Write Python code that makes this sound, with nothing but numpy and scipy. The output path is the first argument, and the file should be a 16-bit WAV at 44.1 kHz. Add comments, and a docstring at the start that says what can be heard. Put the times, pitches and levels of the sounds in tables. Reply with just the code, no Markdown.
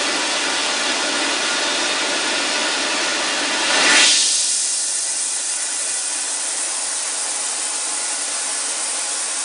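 """An oxy-acetylene cutting torch burns over a steel bench in a small block-walled workshop.
First the long yellow acetylene flame roars. Oxygen is opened: the roar flares, and the rush of gas swells,
sinks in pitch, then sweeps upward as the flame shrinks. A short blue flame is left hissing, its cone rustling
lower down. The torch is then lowered toward the bench, and at last its tip turns away.
Each source is noise shaped by a spectrum that changes in time; the room adds peaks, nulls and echoes."""
import sys
import numpy as np
from scipy import signal
from scipy.io import wavfile
from scipy.ndimage import uniform_filter1d

SR = 44100
rng = np.random.default_rng(int(sys.argv[2]) if len(sys.argv) > 2 else 0)


def unload_audio(sound):
    """Save the sound as a 16-bit wav file, at the path given as the first command line argument."""
    columns = np.transpose(np.atleast_2d(sound))
    # keep every value between -1 and 1, then stretch to whole-number steps
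    steps = np.round(np.clip(columns, -1, 1) * 32767)
    wavfile.write(sys.argv[1], SR, steps.astype(np.int16))


N = 416304  # length in samples

# the sound is shaped in short overlapping frames (samples); the microphone hears up to EDGE_HZ
FRAME, HOP = 4096, 512
EDGE_HZ = 10080
HZ = np.fft.rfftfreq(FRAME, 1 / SR)
TIMES = np.arange(N // HOP + 3) * HOP / SR  # start of each step in seconds

# shape of the big flame's noise, also used for the low part of the rush: pitch_hz [Hz],
# level_db [dB per Hz, only relative: each source sets its own loudness]
ROAR_SPECTRUM = [(20, -36), (70.0, -19.5), (125.0, -29), (165.0, -16), (210.0, -3), (270.0, -0.35),
                 (600.0, 0.5), (1100.0, -2), (2000.0, -3), (3500.0, -2), (5500.0, -6), (7500.0, -10),
                 (10000.0, -11)]

# the oxygen valve cracks open and the plume flares, then the yellow flame collapses
OPEN_S, COLLAPSE_S = 3.534, 3.995
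FLARE_S = .28  # the flare and the first rustle of the cone both take this long to come in
# moves of the torch (start_s, length_s): the flame draws back from a spread plume to the tip,
# the torch is lowered toward the bench, and its tip turns away
SHORTENING = (2.67, 2.4)
LOWERING, TURNING = (6.1, 1.3), (8.95, .3)


def roar(flicker_db=.5):
    """Large eddies of the burning plume: a broad, flickering roar that flares and collapses."""
    steady_db, flare_db = -21.5, 4.5
    drop_db, drop_s, dying_db_per_s = 14.5, 0.12, 15.5  # a quick drop and a slow dying away
    flare = flare_db * ramp(OPEN_S, FLARE_S)
    quick_drop = drop_db * settle(COLLAPSE_S, drop_s)
    dying_away = dying_db_per_s * since(COLLAPSE_S)
    flicker = flicker_db * eddies(size=(4, 180))
    level_db = steady_db + flare - quick_drop - dying_away + flicker
    return unit_band(spectrum(ROAR_SPECTRUM)) * from_db(level_db)


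def rush(rise=5.85, fall=2.4, skirt_db=-24):
    """A broad hump, steep on its low side, that climbs as the gas runs faster and its eddies shrink."""
    # loudness and centre with fuel alone, in the surge, and with the blue flame
    fuel_db, surge_db, blue_db = -35, -14, -28.5
    fuel_hz, surge_hz, blue_hz = 2600, 1450, 5640
    surge_s, attack_s, hold_s, release_s = 3.678, 0.29, 0.12, 0.52
    climb_s, climb_time_s = 3.92, 0.31

    attack = ramp(surge_s, attack_s)
    release = settle(surge_s + attack_s + hold_s, release_s)
    level_db = fuel_db + (surge_db - fuel_db) * attack + (blue_db - surge_db) * release

    # the centre sinks as the plume swells, then climbs as the flame shrinks
    sink_hz = (surge_hz - fuel_hz) * ramp(OPEN_S, climb_s - OPEN_S)
    climb_hz = (blue_hz - surge_hz) * settle(climb_s, climb_time_s)
    centre_hz = fuel_hz + sink_hz + climb_hz
    ratio = (HZ + 1) / centre_hz
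    hump = 1 / np.sqrt(ratio ** -rise + ratio ** fall)
    skirt = from_db(skirt_db) * spectrum(ROAR_SPECTRUM)  # a few large eddies remain below the hump
    return unit_band(np.hypot(hump, skirt)) * from_db(level_db)


def jet(flicker_db=1.0):
    """Gas leaving the fine holes of the tip: a hiss that is strongest toward the top."""
    # shape of the hiss: pitch_hz [Hz], level_db [dB per Hz, only relative]
    jet_points = [(100, -68), (1500.0, -43), (3000.0, -25), (4500.0, -14.5), (6000.0, -11.5), (7500.0, 1.4),
                  (8800.0, 7.5), (10000.0, 6.5)]
    full_db, valve_turn_s = -24, 0.91
    sag_db, sag_time_s, turned_db = 3, 0.99, -1.1
    growth = ramp(OPEN_S, valve_turn_s)  # it grows while the valve turns
    sag = sag_db * settle(OPEN_S + valve_turn_s, sag_time_s)  # then the pressure sags a little
    turned = turned_db * ramp(*TURNING)
    level_db = full_db - sag + turned + flicker_db * eddies(size=(4, 140))
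    return unit_band(spectrum(jet_points)) * growth * from_db(level_db)


def cone(flicker_db=0.8):
    """The blue inner cone rustles once the oxygen flows: faint at first, it builds after the collapse."""
    # shape of the rustle: pitch_hz [Hz], level_db [dB per Hz, only relative]
    cone_points = [(20, -34), (70.0, -27.5), (125.0, -35.5), (165.0, -17.5), (210.0, -15), (270.0, -3.5),
                   (700.0, 2.3), (1200.0, -1), (2000.0, -1), (3000.0, -3), (5000.0, -3.5), (10000.0, -19.5)]
    steady_db, growth_db, growth_time_s, turned_db = -30, 15, 1.24, -1.1
    still_missing = growth_db * (1 - settle(COLLAPSE_S, growth_time_s))
    turned = turned_db * ramp(*TURNING)
    level_db = steady_db - still_missing + turned + flicker_db * eddies(size=(6, 60))
    return unit_band(spectrum(cone_points)) * ramp(OPEN_S, FLARE_S) * from_db(level_db)


def flickering(x, above_hz=7000, depth_db=1.0):
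    """The treble flickers quickly: a smoothed random gain is laid on it alone."""
    high_pass = signal.butter(6, above_hz, "high", fs=SR, output="sos")
    treble = signal.sosfiltfilt(high_pass, x)
    wobble = evened(uniform_filter1d(rng.standard_normal(N), size=280))
    return x + treble * (from_db(depth_db * wobble) - 1)


def workshop(ripple_db=3.0, first_s=.002, spread_s=.018, count=90):
    """Standing waves, plus a fine comb of echoes whose paths change as the flame moves."""
    sound_speed = 343  # m/s
    step = 8  # echoes are worked out at every eighth frame, then smoothed
    # how fast the flame wanders in a steady hand, and the speed added once lowering starts
    held_m_per_s, added_m_per_s = 0.02794, 0.0705
    moved_m = held_m_per_s * since(0) + added_m_per_s * since(LOWERING[0])
    moved_s = moved_m[::step] / sound_speed
    comb = 0
    for lateness, direction, turn in rng.random((count, 3)):
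        delay_s = first_s + spread_s * lateness + np.cos(np.pi * direction) * moved_s
        comb = comb + np.cos(2 * np.pi * (HZ * delay_s + turn))
    comb = np.repeat(comb, step, axis=0)
    comb = uniform_filter1d(comb, step, axis=0)[:len(TIMES)]
    treble_share = HZ / np.hypot(HZ, 1800)  # in the bass the standing waves rule alone
    ripple = ripple_db * evened(comb) * treble_share
    return from_db(standing_waves() + ripple)


def standing_waves(walls=1.1, walls_lowered=0.6, plume=0.98, tip=0.89, bench=1.03):
    """The room's colour in dB: from plume to tip as the flame shortens, then to the bench as it is lowered."""
    # peaks and nulls between the walls, with the flame spread out, with the short flame held level,
    # and close over the bench: pitch_hz [Hz], width_hz [Hz],
    # level_db [dB, before the strengths given as arguments; negative for a null]
    wall_waves = [(214, 34, -8.4), (319, 79, 5.6), (346, 108, -3.1), (403, 75, -1.5), (488, 92, -4.4),
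                  (565, 49, 1.7), (731, 22, -4.0), (797, 35, -3.6), (909, 38, 4.6), (936, 27, -6.3),
                  (986, 28, 4.6), (1023, 48, -4.3), (1187, 30, 3.3), (1252, 64, -3.7), (1383, 36, -5.4),
                  (1417, 36, 1.8), (1459, 173, 5.4), (1595, 106, -4.4), (1699, 43, 5.9), (1791, 58, 5.8),
                  (1980, 64, 6.3), (2164, 150, -2.5), (2422, 65, -4.3), (2447, 66, 5.6), (2604, 44, 3.7),
                  (2656, 35, -4.4), (2772, 91, 3.2), (3021, 122, -3.1), (3501, 30, 4.0), (4590, 115, -2.5)]
    plume_waves = [(257, 22, -2.6), (382, 56, 2.2), (602, 49, 4.3), (1137, 42, -1.9), (1309, 23, 2.1),
                   (1659, 22, -2.5), (1892, 22, -2.6), (2248, 22, -3.7), (2327, 51, 2.7), (2944, 29, 3.2),
                   (3116, 35, 3.5), (3163, 139, -2.2), (3582, 53, -3.3), (3735, 68, 3.5), (3820, 394, -1.2),
                   (4470, 90, 1.9), (4888, 31, -3.5), (5010, 244, 1.8), (5600, 51, 2.6), (6461, 188, 1.8)]
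    tip_waves = [(377, 48, -2.5), (494, 22, 3.2), (616, 66, -3.6), (761, 31, 3.2), (848, 24, 3.6),
                 (1138, 35, -2.8), (1541, 34, 3.7), (1580, 43, -2.9), (2448, 70, 3.2), (2897, 47, -3.0),
                 (3128, 40, 5.3), (3206, 64, -3.2), (3241, 26, 5.8), (3453, 161, 1.9), (3797, 37, -5.7),
                 (3843, 54, 3.6), (3894, 42, -3.6), (4330, 123, -4.7), (5322, 53, -4.0), (5429, 105, -3.8),
                 (5547, 37, 4.6), (5747, 141, -2.4), (6069, 210, 3.0), (6359, 90, 4.0), (7227, 104, -4.0),
                 (7354, 77, 3.9), (8200, 241, -3.2), (9508, 88, -3.4)]
    bench_waves = [(243, 22, 3.0), (363, 65, -4.3), (402, 40, -4.3), (452, 22, 3.6), (552, 36, 3.3),
                   (595, 61, -5.6), (812, 22, 4.2), (844, 43, 5.6), (903, 30, -2.0), (1048, 42, 4.1),
                   (1146, 35, 3.6), (1685, 31, -3.6), (1814, 87, -3.8), (1978, 34, -3.2), (2461, 35, -3.3),
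                   (2532, 52, 2.4), (2733, 38, -3.6), (2920, 57, -4.2), (3072, 131, 1.9), (3243, 49, -4.0),
                   (3470, 123, -2.4), (4256, 395, -1.7)]
    short, low = ramp(*SHORTENING), ramp(*LOWERING)
    spread_out = plume * (1 - short) * bumps(plume_waves)
    drawn_back = tip * short * bumps(tip_waves)
    held = walls * bumps(wall_waves) + spread_out + drawn_back
    lowered = walls_lowered * bumps(wall_waves) + bench * bumps(bench_waves)
    return (1 - low) * held + low * lowered


def eddies(size):
    """Smooth random patches of unit rms, size = (frames, bins)."""
    field = rng.standard_normal((len(TIMES), len(HZ)))
    smooth_in_time = uniform_filter1d(field, size[0], axis=0)
    return evened(uniform_filter1d(smooth_in_time, size[1], axis=1))


def spectrum(points):
    """Gain of every bin, from points joined on a log-frequency axis."""
    hz, db = np.transpose(points)
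    return from_db(np.interp(np.log(HZ + 1), np.log(hz), db))


def unit_band(gain):
    """Scales a spectrum so that noise shaped by it has unit rms in the microphone's band."""
    heard_power = gain ** 2 * (HZ < EDGE_HZ)
    return gain / np.sqrt(np.mean(heard_power, axis=-1, keepdims=True))


def bumps(rows):
    """Peaks and nulls as one dB curve over frequency."""
    return sum(db * np.exp(-(2 * (HZ - hz) / width) ** 2) for hz, width, db in rows)


def since(start_s):
    """Seconds gone by since a moment, at every frame; zero before it."""
    return np.maximum(TIMES - start_s, 0)[:, None]


def ramp(start_s, length_s):
    """A steady move from 0 to 1."""
    return np.minimum(since(start_s) / length_s, 1)


def settle(start_s, time_s):
    """A move from 0 toward 1 that starts fast and eases off."""
    return 1 - np.exp(-since(start_s) / time_s)


def from_db(db):
    """Decibels to gain."""
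    return 10 ** (np.asarray(db) / 20)


def evened(x):
    """Scales to an rms of one."""
    return x / np.sqrt(np.mean(x ** 2) + 1e-20)


def scene():
    """Roar, rush, jet and cone add in power and reach the microphone through the room."""
    sources = np.sqrt(roar() ** 2 + rush() ** 2 + jet() ** 2 + cone() ** 2)
    gain = sources * workshop()
    noise = rng.standard_normal((len(TIMES) - 1) * HOP)
    turbulence = signal.stft(noise, nperseg=FRAME, noverlap=FRAME - HOP)[2]
    flame = signal.istft(turbulence * gain.T, nperseg=FRAME, noverlap=FRAME - HOP)[1][:N]
    torch = flickering(flame)
    return np.array([torch, torch])  # the same sound on both sides


def record(dry):
    """A mono microphone that rounds off the highest peaks, then a steep band limit."""
    rounded = dry / (1 + (dry / .85) ** 8) ** (1 / 8)
    low_pass = signal.firwin(1023, EDGE_HZ, window=("kaiser", 9), fs=SR)
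    return signal.oaconvolve(rounded, low_pass[None], "same")


dry = scene()
out = record(dry)
unload_audio(out)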